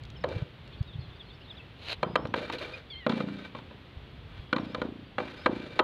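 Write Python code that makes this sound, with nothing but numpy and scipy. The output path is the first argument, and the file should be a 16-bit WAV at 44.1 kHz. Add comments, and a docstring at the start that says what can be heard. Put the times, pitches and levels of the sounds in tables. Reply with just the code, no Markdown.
"""Tee fitting on plastic pipes

Open field, no walls near, one microphone: a hard plastic tee is turned over on a pile of long plastic pipes.
It knocks, scrapes and squeals on them: modes of the fitting ring, and echoes flutter in the air of the pipes.
Shaped noise makes the drags, grit, air and wind; short low pulses make the soft handling bumps.
Small birds, some of them far off, chip and whistle as gliding sines."""
import sys
import numpy as np
from scipy import signal
from scipy.fft import rfft, irfft
from scipy.io import wavfile
from scipy.ndimage import uniform_filter1d

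SR = 44100
rng = np.random.default_rng(int(sys.argv[2]) if len(sys.argv) > 2 else 0)


def log_audio(samples):
    """Write samples as a 16-bit WAV file to the path given in sys.argv[1]."""
    # one column per channel
    frames = np.atleast_2d(samples).T
    # limit to full scale, then quantise
    limited = np.clip(frames, -1, 1)
    pcm = np.round(limited * 32767).astype(np.int16)
    wavfile.write(sys.argv[1], SR, pcm)


N = 257323
TIME = np.arange(N) / SR
FREQS = np.fft.rfftfreq(N, 1 / SR) + 1e-3  # just above zero, so that the logarithm exists


def undb(db):
    """Decibels to gain."""
    return 10 ** (np.asarray(db) / 20)


def unit(x):
    """Scale to rms 1."""
    return x / np.sqrt(np.mean(x ** 2))


def band(x, lo_hz, hi_hz, order=2):
    """Causal band-pass."""
    sos = signal.butter(order, [lo_hz, min(hi_hz, .45 * SR)], "band", fs=SR, output="sos")
    return signal.sosfilt(sos, x)


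def colour(x, points):
    """Filter x by (f/Hz, level/dB) points, joined along log frequency."""
    hz, db = np.transpose(points)
    gain = undb(np.interp(np.log(FREQS), np.log(hz), db))
    return irfft(rfft(x) * gain, N)


def envelope(s, length_s, attack_s, release_s, sag_db):
    """Attack, a hold that sags, release."""
    t = TIME - s
    attack = np.clip(t / attack_s, 0, 1)
    sag = undb(-sag_db * np.clip(t / length_s, 0, 1))
    release = np.exp(-np.maximum(t - length_s, 0) / release_s)
    return attack * sag * release


def walk(rate):
    """Smooth random wander of rms 1, with `rate` new values a second."""
    k = int(SR / rate)
    steps = np.repeat(rng.standard_normal(N // k + 1), k)
    return unit(uniform_filter1d(steps, k)[:N])


def add(out, s, x):
    """Mix x into out from time s on."""
    i = max(int(s * SR), 0)
    out[i:i + len(x)] += x[:max(N - i, 0)]


def fade(t, t60):
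    """Exponential decay by 60 dB in t60 seconds."""
    return undb(-60 * t / t60)


def grit(spread_db):
    """Dense tiny slips of uneven size, bunched by the unsteady hand."""
    size_db = spread_db * walk(1500) + 2.3 * walk(110)
    return rng.standard_normal(N) * undb(size_db)


# spectrum of the outdoor air, relative: f/Hz, level/dB (per Hz)
AIR = [(25, -25.5), (50, -13), (80, -6), (130, -11), (230, -15.5), (420, -18), (750, -24), (1900, -26.5),
       (3400, -25.5), (4300, -33.5), (5200, -46), (6500, -54.5), (8000, -58), (15000, -60.5)]
# low wind on the microphone, relative: t/s, level/dB
WIND = [(0, -45.5), (.3, -38), (.5, -50), (.95, -41), (1.6, -55.5), (2.2, -44), (2.55, -49.5), (3.68, -57),
        (4.27, -45), (5.1, -52), (5.83, -48)]
AIR_DB = -54.5  # mean level from 300 to 15000 Hz


def field():
    """Even outdoor hiss, with a little wind buffeting the microphone."""
    air = colour(rng.standard_normal(N), AIR)
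    air = air / np.std(band(air, 300, 15000)) * undb(AIR_DB + .7 * walk(6))
    wind_db = np.interp(TIME, *np.transpose(WIND)) + 1.7 * walk(11)
    wind = unit(band(rng.standard_normal(N), 49.5, 147.0, order=3)) * undb(wind_db)
    return air + undb(-4) * wind


# short bird chips: t/s, middle f/Hz, sweep/octaves, relative level/dB
CHIPS = [(.15, 3130, -.27, -55), (.163, 5240, -.15, -61.5), (.205, 5160, -0.25, -61),
         (.721, 3470, -0.28, -56), (.93, 3510, -0.4, -49.5), (1.194, 3460, -0.24, -44),
         (1.296, 3580, -.32, -50.5), (1.338, 5300, -.15, -71), (1.472, 3650, 0.29, -58),
         (1.495, 3540, -0.33, -44), (1.565, 3550, -0.35, -47), (1.59, 2650, -0.1, -50.5),
         (4.595, 5450, -.1, -67), (4.635, 5400, -.12, -71)]
# thin bird whistles: t/s, length/s, start f/Hz, glide/octaves, relative level/dB
WHISTLES = [(.77, 0.048, 4500, -0.042, -63), (.85, .09, 3790, -0.29, -55.5),
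            (0.982, 0.091, 4300, -0.13, -59.5), (1.08, .1, 3550, 0.0031, -61),
            (1.25, 0.077, 4240, .03, -61), (1.49, 0.08, 4960, .18, -74), (1.997, .33, 4860, 0.34, -67),
            (4.147, .69, 3330, 0.0059, -64), (4.655, 0.1, 4850, 0.24, -68), (5.05, 0.038, 4580, 0.062, -68),
            (5.357, .1, 4950, .14, -63)]
CHIP_S = 0.0291
WHISTLE_BEND = 2.6  # the glide gathers pace as this power of time
TWITTER_S, TWITTER_DB = (.68, 1.65), -64  # span and middle relative level of the far flock


def birds():
    """Small birds chip and whistle; for a while more twitter far off; the plants scatter their calls."""
    out, waver = np.zeros(N), walk(150)

    def note(s, length_s, hz, octaves, bend, db):
        """A gliding, slightly wavering sine that swells and fades."""
        u = np.linspace(0, 1, int(length_s * SR))
        wavering = 1 + 0.0046 * np.roll(waver, -int(s * SR))[:len(u)]
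        pitch = hz * 2 ** (octaves * u ** bend) * wavering
        return undb(db) * np.sin(np.pi * u) * np.sin(2 * np.pi * np.cumsum(pitch) / SR)

    far = []
    for when, high, sweep in rng.random((30, 3)):
        s = np.interp(when, [0, 1], TWITTER_S)
        # the higher a far chip, the fainter it arrives
        far.append((s, 2900 + 2400 * high, 0.69 * (sweep - .55), TWITTER_DB + 18 * (.5 - high)))
    for s, hz, octaves, db in [*CHIPS, *far]:
        start_hz = hz * 2 ** (-octaves / 2)
        add(out, s, note(s, CHIP_S, start_hz, octaves, 0.98, db))
    for s, length, hz, octaves, db in WHISTLES:
        add(out, s, note(s, length, hz, octaves, WHISTLE_BEND, db))
    out = out * undb(2.5 + 1.5 * walk(100))
    scatter = rng.standard_normal(SR // 2) * fade(np.arange(SR // 2) / SR, .4)
    scattered = signal.fftconvolve(out, scatter / np.linalg.norm(scatter))[:N]
    return out + undb(-15.0) * scattered


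# soft handling bumps at the microphone: t/s, peak level/dB, f/Hz
BUMPS = [(0.367, -22, 107), (0.427, -22, 123), (0.813, -18.5, 104), (0.96, -27.5, 113), (0.993, -27.5, 109),
         (1.091, -36.5, 90), (2.253, -28.5, 111), (3.974, -33, 84), (4.4, -34, 77)]


def bumps(width_s=0.0053):
    """The hand shifts its grip: soft thuds of about two cycles."""
    out = np.zeros(N)
    for s, db, hz in BUMPS:
        t = TIME - s
        out += undb(db) * np.exp(-(t / width_s) ** 2) * np.cos(2 * np.pi * hz * t)
    return out


# the clearest ticks of grit and fingers on the plastic: t/s, relative level/dB
TICKS = [(.036, -48), (.052, -50), (.102, -46.5), (.289, -46), (.677, -53), (0.828, -50), (2.272, -49),
         (2.525, -37)]
# spectrum of the ticks and of the hard edge of the knocks: f/Hz, level/dB
TICK_COLOUR = [(500, -9), (2000, 1), (3800, 5.5), (5300, -4.5), (7000, -11.5), (9000, -22), (12000, -24.5),
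               (15000, -49)]


def ticks():
    """Grit snaps between hand and plastic: quickly fading noise."""
    t = np.arange(SR // 20) / SR
    out = np.zeros(N)
    for s, db in TICKS:
        add(out, s, undb(db + 7.0) * rng.standard_normal(len(t)) * fade(t, 0.017))
    return colour(out, TICK_COLOUR)


# spectrum of the brushing slide and of the scratches, relative: f/Hz, level/dB (per Hz)
BRUSH_COLOUR = [(200, -16), (450, -3.5), (900, -6), (1900, -5), (3000, 0.5), (3400, -6.5), (4000, 3),
                (5300, -22), (6700, -24), (8500, -36), (11400, -30), (15000, -59)]
BRUSH_FULL_S, BRUSH_HOLD_S, BRUSH_DB = 1.892, 0.039, -34.5  # time of full level, its hold, the level
BRUSH_SWELL_DB_PER_S, BRUSH_STOP_DB_PER_S = 250, 1200


def brush():
    """A light, bright slide that gathers speed, heard as a swell, and stops short."""
    t = TIME - BRUSH_FULL_S
    swell_db = BRUSH_SWELL_DB_PER_S * np.minimum(t, 0)
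    stop_db = -BRUSH_STOP_DB_PER_S * np.maximum(t - BRUSH_HOLD_S, 0)
    return unit(colour(grit(2.6), BRUSH_COLOUR)) * undb(BRUSH_DB + swell_db + stop_db)


# scratches where grit catches: t/s, level/dB (before the sag)
SCRATCHES = [(2.363, -46), (2.522, -40), (2.545, -47), (2.583, -40), (2.618, -41), (2.66, -50), (3.17, -48)]
SCRATCH_S = .014


def scratches():
    """Short bright bursts of gritty noise where grit catches."""
    gain = sum(undb(db) * envelope(s, SCRATCH_S, .004, 0.0069, 2.5) for s, db in SCRATCHES)
    return unit(colour(grit(3.2), BRUSH_COLOUR)) * gain


# reedy squeals, pitches before the wobble:
# t/s, length/s, start f/Hz, end f/Hz, brightest f/Hz at start, brightest f/Hz at end, relative level/dB
SQUEALS = [(2.733, .022, 1160, 1244, 2450, 2400, -32.5), (2.9, .155, 1127, 965, 3470, 2000, -39)]
SQUEAL_ATTACK_S, SQUEAL_SAG_DB, SQUEAL_WOBBLE_HZ, SQUEAL_WOBBLE = 0.0033, 10, 11, .033


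def squeals(width_hz=600, rough=0.0117):
    """Two reedy squeals start sharply and wobble; a sinking resonance picks out their harmonics."""
    out = np.zeros(N)
    for s, length, start_hz, end_hz, bright_start_hz, bright_end_hz, db in SQUEALS:
        u = np.clip((TIME - s) / length, 0, 1)
        wobble = 1 + SQUEAL_WOBBLE * np.cos(2 * np.pi * SQUEAL_WOBBLE_HZ * (TIME - s))
        hz = (start_hz + (end_hz - start_hz) * u) * wobble
        bright_hz = bright_start_hz + (bright_end_hz - bright_start_hz) * np.sin(np.pi / 2 * u ** 2)
        phase = 2 * np.pi * np.cumsum(hz * (1 + rough * walk(1200))) / SR
        reed = np.zeros(N)
        for k in range(2, 5):
            reed += np.sin(k * phase) / np.hypot(1, 2 * (k * hz - bright_hz) / width_hz)
        out += undb(db) * reed * envelope(s, length, SQUEAL_ATTACK_S, .008, SQUEAL_SAG_DB)
    return out * undb(2 * walk(230))


# drags of the fitting over the pipes, levels at the start of the drag:
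# t/s, length/s, hollow rumble level/dB, gritty hiss level/dB, easing over the drag/dB
DRAGS = [(0.274, 0.14, -43, -49, -0.5), (2.345, 0.19, -39, -40, 10), (2.513, 0.056, -38, -41, 5),
         (2.596, 0.19, -40.5, -40.5, 10.5), (3.082, .13, -41, -44.5, 0), (3.251, 0.22, -56, -53, -1),
         (3.55, 0.034, -56, -55.5, 0), (4.268, 0.15, -78, -60.5, -2), (4.584, 0.26, -48, -54, 0),
         (5.175, 0.3, -49.5, -46.5, 4), (5.497, 0.28, -47, -48.5, 0)]
# spectrum of the rubbing beneath the resonances, relative: f/Hz, level/dB (per Hz)
DRAG_COLOUR = [(200, -4), (330, 10), (540, 6), (720, 1.5), (1100, -7), (1500, 1.5), (2300, -2), (2800, -2),
               (4200, -2.5), (5300, -18), (6700, -23.5), (8300, -30.5), (11500, -31.5), (15000, -56)]
DRAG_ATTACK_S, DRAG_RELEASE_S = 0.018, 0.026


def scrapes(ring_db=8, ring_width_hz=65, unsteady_db=1.6):
    """Dusty plastic slides on plastic and stirs the fitting's modes; each drag grips, eases and lets go."""
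    peaks = sum(undb(db) / (1 + (2 * (FREQS - hz) / ring_width_hz) ** 2) for hz, db, _ in MODES)
    resonance = 1 + undb(ring_db) * peaks
    rub = colour(irfft(rfft(grit(1.95)) * resonance, N), DRAG_COLOUR)
    rumble = unit(band(rub, 260, 900, order=3)) * undb(unsteady_db * walk(40))
    hiss = unit(band(rub, 1000, 19000, order=3))
    out = np.zeros(N)
    for s, length, rumble_db, hiss_db, ease_db in DRAGS:
        drag = undb(rumble_db) * rumble + undb(hiss_db) * hiss
        out += drag * envelope(s, length, DRAG_ATTACK_S, DRAG_RELEASE_S, ease_db)
    return out


# modes of the fitting, before the scatter of each strike: f/Hz, relative level/dB, t60/s
MODES = [(505.6, 0.5, 0.068), (601.4, -1.5, 0.047), (865, -8.5, 0.0069), (1001, -3.5, 0.052),
         (1217, -1, 0.042), (1343, -11, 0.063), (1532, -3, 0.018), (1916, -14.5, 0.051), (2344, 4.5, 0.036),
         (2755, -8.5, 0.048), (3122, -16, 0.14), (3675, -3, 0.0095), (3960, -15, 0.01), (4600, -16, 0.0073)]


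def strike(t, clack_hz, pitch_db=3, pitch_t60=0.056, crack_db=6, crack_t60=0.0075, hold_s=0.0052,
           pile_db=-10, pile_t60=0.33):
    """One contact: the fitting's modes, weighted at random, a crack, and the duller rattle of the pile."""
    hz, db, t60 = np.vstack([MODES, (clack_hz, pitch_db, pitch_t60)]).T[:, :, None]
    # where the fitting is hit changes how strongly each mode rings
    size, detune, phase = rng.standard_normal((3, len(hz), 1))
    tones = np.sin(2 * np.pi * (hz * (1 + 0.007 * detune) * t + phase))
    ring = (undb(db + 2 * size) * fade(t, t60) * tones).sum(0)
    crack, pile = rng.standard_normal((2, len(t)))
    # the surfaces chatter for a few milliseconds before they part
    crack = unit(band(crack, 350, 5400)) * fade(np.maximum(t - hold_s, 0), crack_t60)
    pile = unit(band(pile, 276, 1070)) * fade(t, pile_t60)
    onset = 1 - np.exp(-t / 0.00015)
    return (ring + undb(crack_db) * crack + undb(pile_db) * pile) * onset


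def pipe_echo(x, trip_s, loss_db, corner_hz, smear=0.72):
    """Sound runs along a pipe and back; open ends keep the lows and the yielding wall smears each round."""
    loss = abs(loss_db) * (1 + (FREQS / corner_hz) ** 3)  # dB a round, least for the lows
    phase = 2 * np.pi * FREQS * trip_s + smear * (FREQS / 150 - 1.55) ** 2
    trip = undb(-loss) * np.exp(-1j * phase)
    all_rounds = irfft(trip / (1 - trip), N)[:SR]
    return signal.fftconvolve(x, all_rounds)[:N]


# knocks, relative levels over the attack:
# t/s, wall clack level/dB, hollow body level/dB, pipe thump level/dB, hard edge level/dB, thump f/Hz, clack f/Hz
KNOCKS = [(.239, -29, -22.5, -36.5, -40, 323, 1060), (2.029, -23, -23, -30.5, -36.5, 171, 1220),
          (2.1557, -18.5, -21.5, -32, -29.5, 334, 1200), (2.252, -36.5, -31, -34.5, -49, 213, 810),
          (2.339, -23.5, -28, -34, -37.5, 278, 1610), (2.498, -31, -43, -38, -43, 280, 923),
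          (3.0641, -25.5, -21, -22.5, -37.5, 244, 1078), (3.0941, -30, -32.5, -34, -36, 234, 965),
          (3.12, -34.5, -39, -32.5, -43.5, 240, 1025), (3.204, -31.5, -30, -28.5, -50, 224, 1270),
          (3.284, -43.5, -45, -34, -57, 238, 1410), (3.549, -37, -41, -39.5, -51, 218, 1084),
          (3.586, -45, -50, -53, -53, 221, 965), (3.709, -49, -49.5, -46, -64, 227, 950),
          (4.528, -20.5, -26, -25, -33, 287, 1470), (4.562, -28.5, -35, -31, -38, 298, 1060),
          (4.582, -35, -37, -39, -46, 279, 1023), (4.746, -30.5, -33, -38, -38, 243.2, 1030),
          (4.816, -29.5, -28.5, -30.5, -41.5, 266, 1434), (5.182, -26, -27, -34, -42, 248, 776),
          (5.201, -34.5, -28.5, -40.5, -49, 287, 790), (5.4595, -17, -20, -23.5, -32.5, 314, 1588),
          (5.791, -16, -23.5, -36, -26.5, 310, 1270), (5.8, -27.5, -20, -30, -45, 285, 1170)]
# the click against the clack, and the shares of body and clack that enter the pipes
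CLICK_DB, BODY_LEAK_DB, CLACK_LEAK_DB = -8.5, -11, -20


def knocks():
    """Each knock clacks in the fitting and pushes a short thump into the pipes, where it echoes."""
    direct, into_pipe, edges = np.zeros((3, N))
    t = np.arange(SR // 4) / SR
    attack = SR // 50  # samples in 20 ms

    def level(x, db):
        """Set the rms level of the attack."""
        return x * undb(db) / np.sqrt(np.mean(x[:attack] ** 2))

    for s, clack_db, body_db, thump_db, edge_db, thump_hz, clack_hz in KNOCKS:
        hit = strike(t, clack_hz)
        # the pipe that is struck jostles its neighbours
        jostle = unit(band(rng.standard_normal(len(t)), 190, 480)) * fade(t, .1)
        tone = np.sin(2 * np.pi * thump_hz * t) * fade(t, .026)
        thump = level(band(tone + .12 * jostle, 140, 500), thump_db)
        body = level(band(hit, 347, 652, order=3), body_db)
        clack = level(band(hit, 804, 1650, order=3), clack_db)
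        click = level(band(hit, 1890, 2850, order=4), clack_db + CLICK_DB)
        hard_click = level(band(hit, 2920, 4360, order=6), edge_db)
        add(direct, s, thump + body + clack + click + hard_click)
        add(edges, s, level(rng.standard_normal(len(t)) * fade(t, 0.026), edge_db))
        add(into_pipe, s, thump + undb(BODY_LEAK_DB) * body + undb(CLACK_LEAK_DB) * clack)
    long_pipe = pipe_echo(into_pipe, trip_s=.03475, loss_db=2.5, corner_hz=440)
    short_pipe = pipe_echo(into_pipe, trip_s=0.01324, loss_db=9.5, corner_hz=526)
    echoes = undb(-2.5) * long_pipe + undb(-3.5) * short_pipe
    return undb(-5.5) * direct + echoes + undb(-9.0) * colour(edges, TICK_COLOUR)


def scene():
    """Everything at one microphone, with no walls near."""
    surroundings = field() + birds()
    handling = bumps() + ticks()
    sliding = brush() + scratches() + squeals() + scrapes()
    return (surroundings + handling + sliding + knocks())[None]


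def record(dry, top_hz=15500):
    """The recorder cuts the top with a steep low-pass."""
    return signal.sosfilt(signal.ellip(8, .2, 70, top_hz, fs=SR, output="sos"), dry)


dry = scene()
out = record(dry)
log_audio(out)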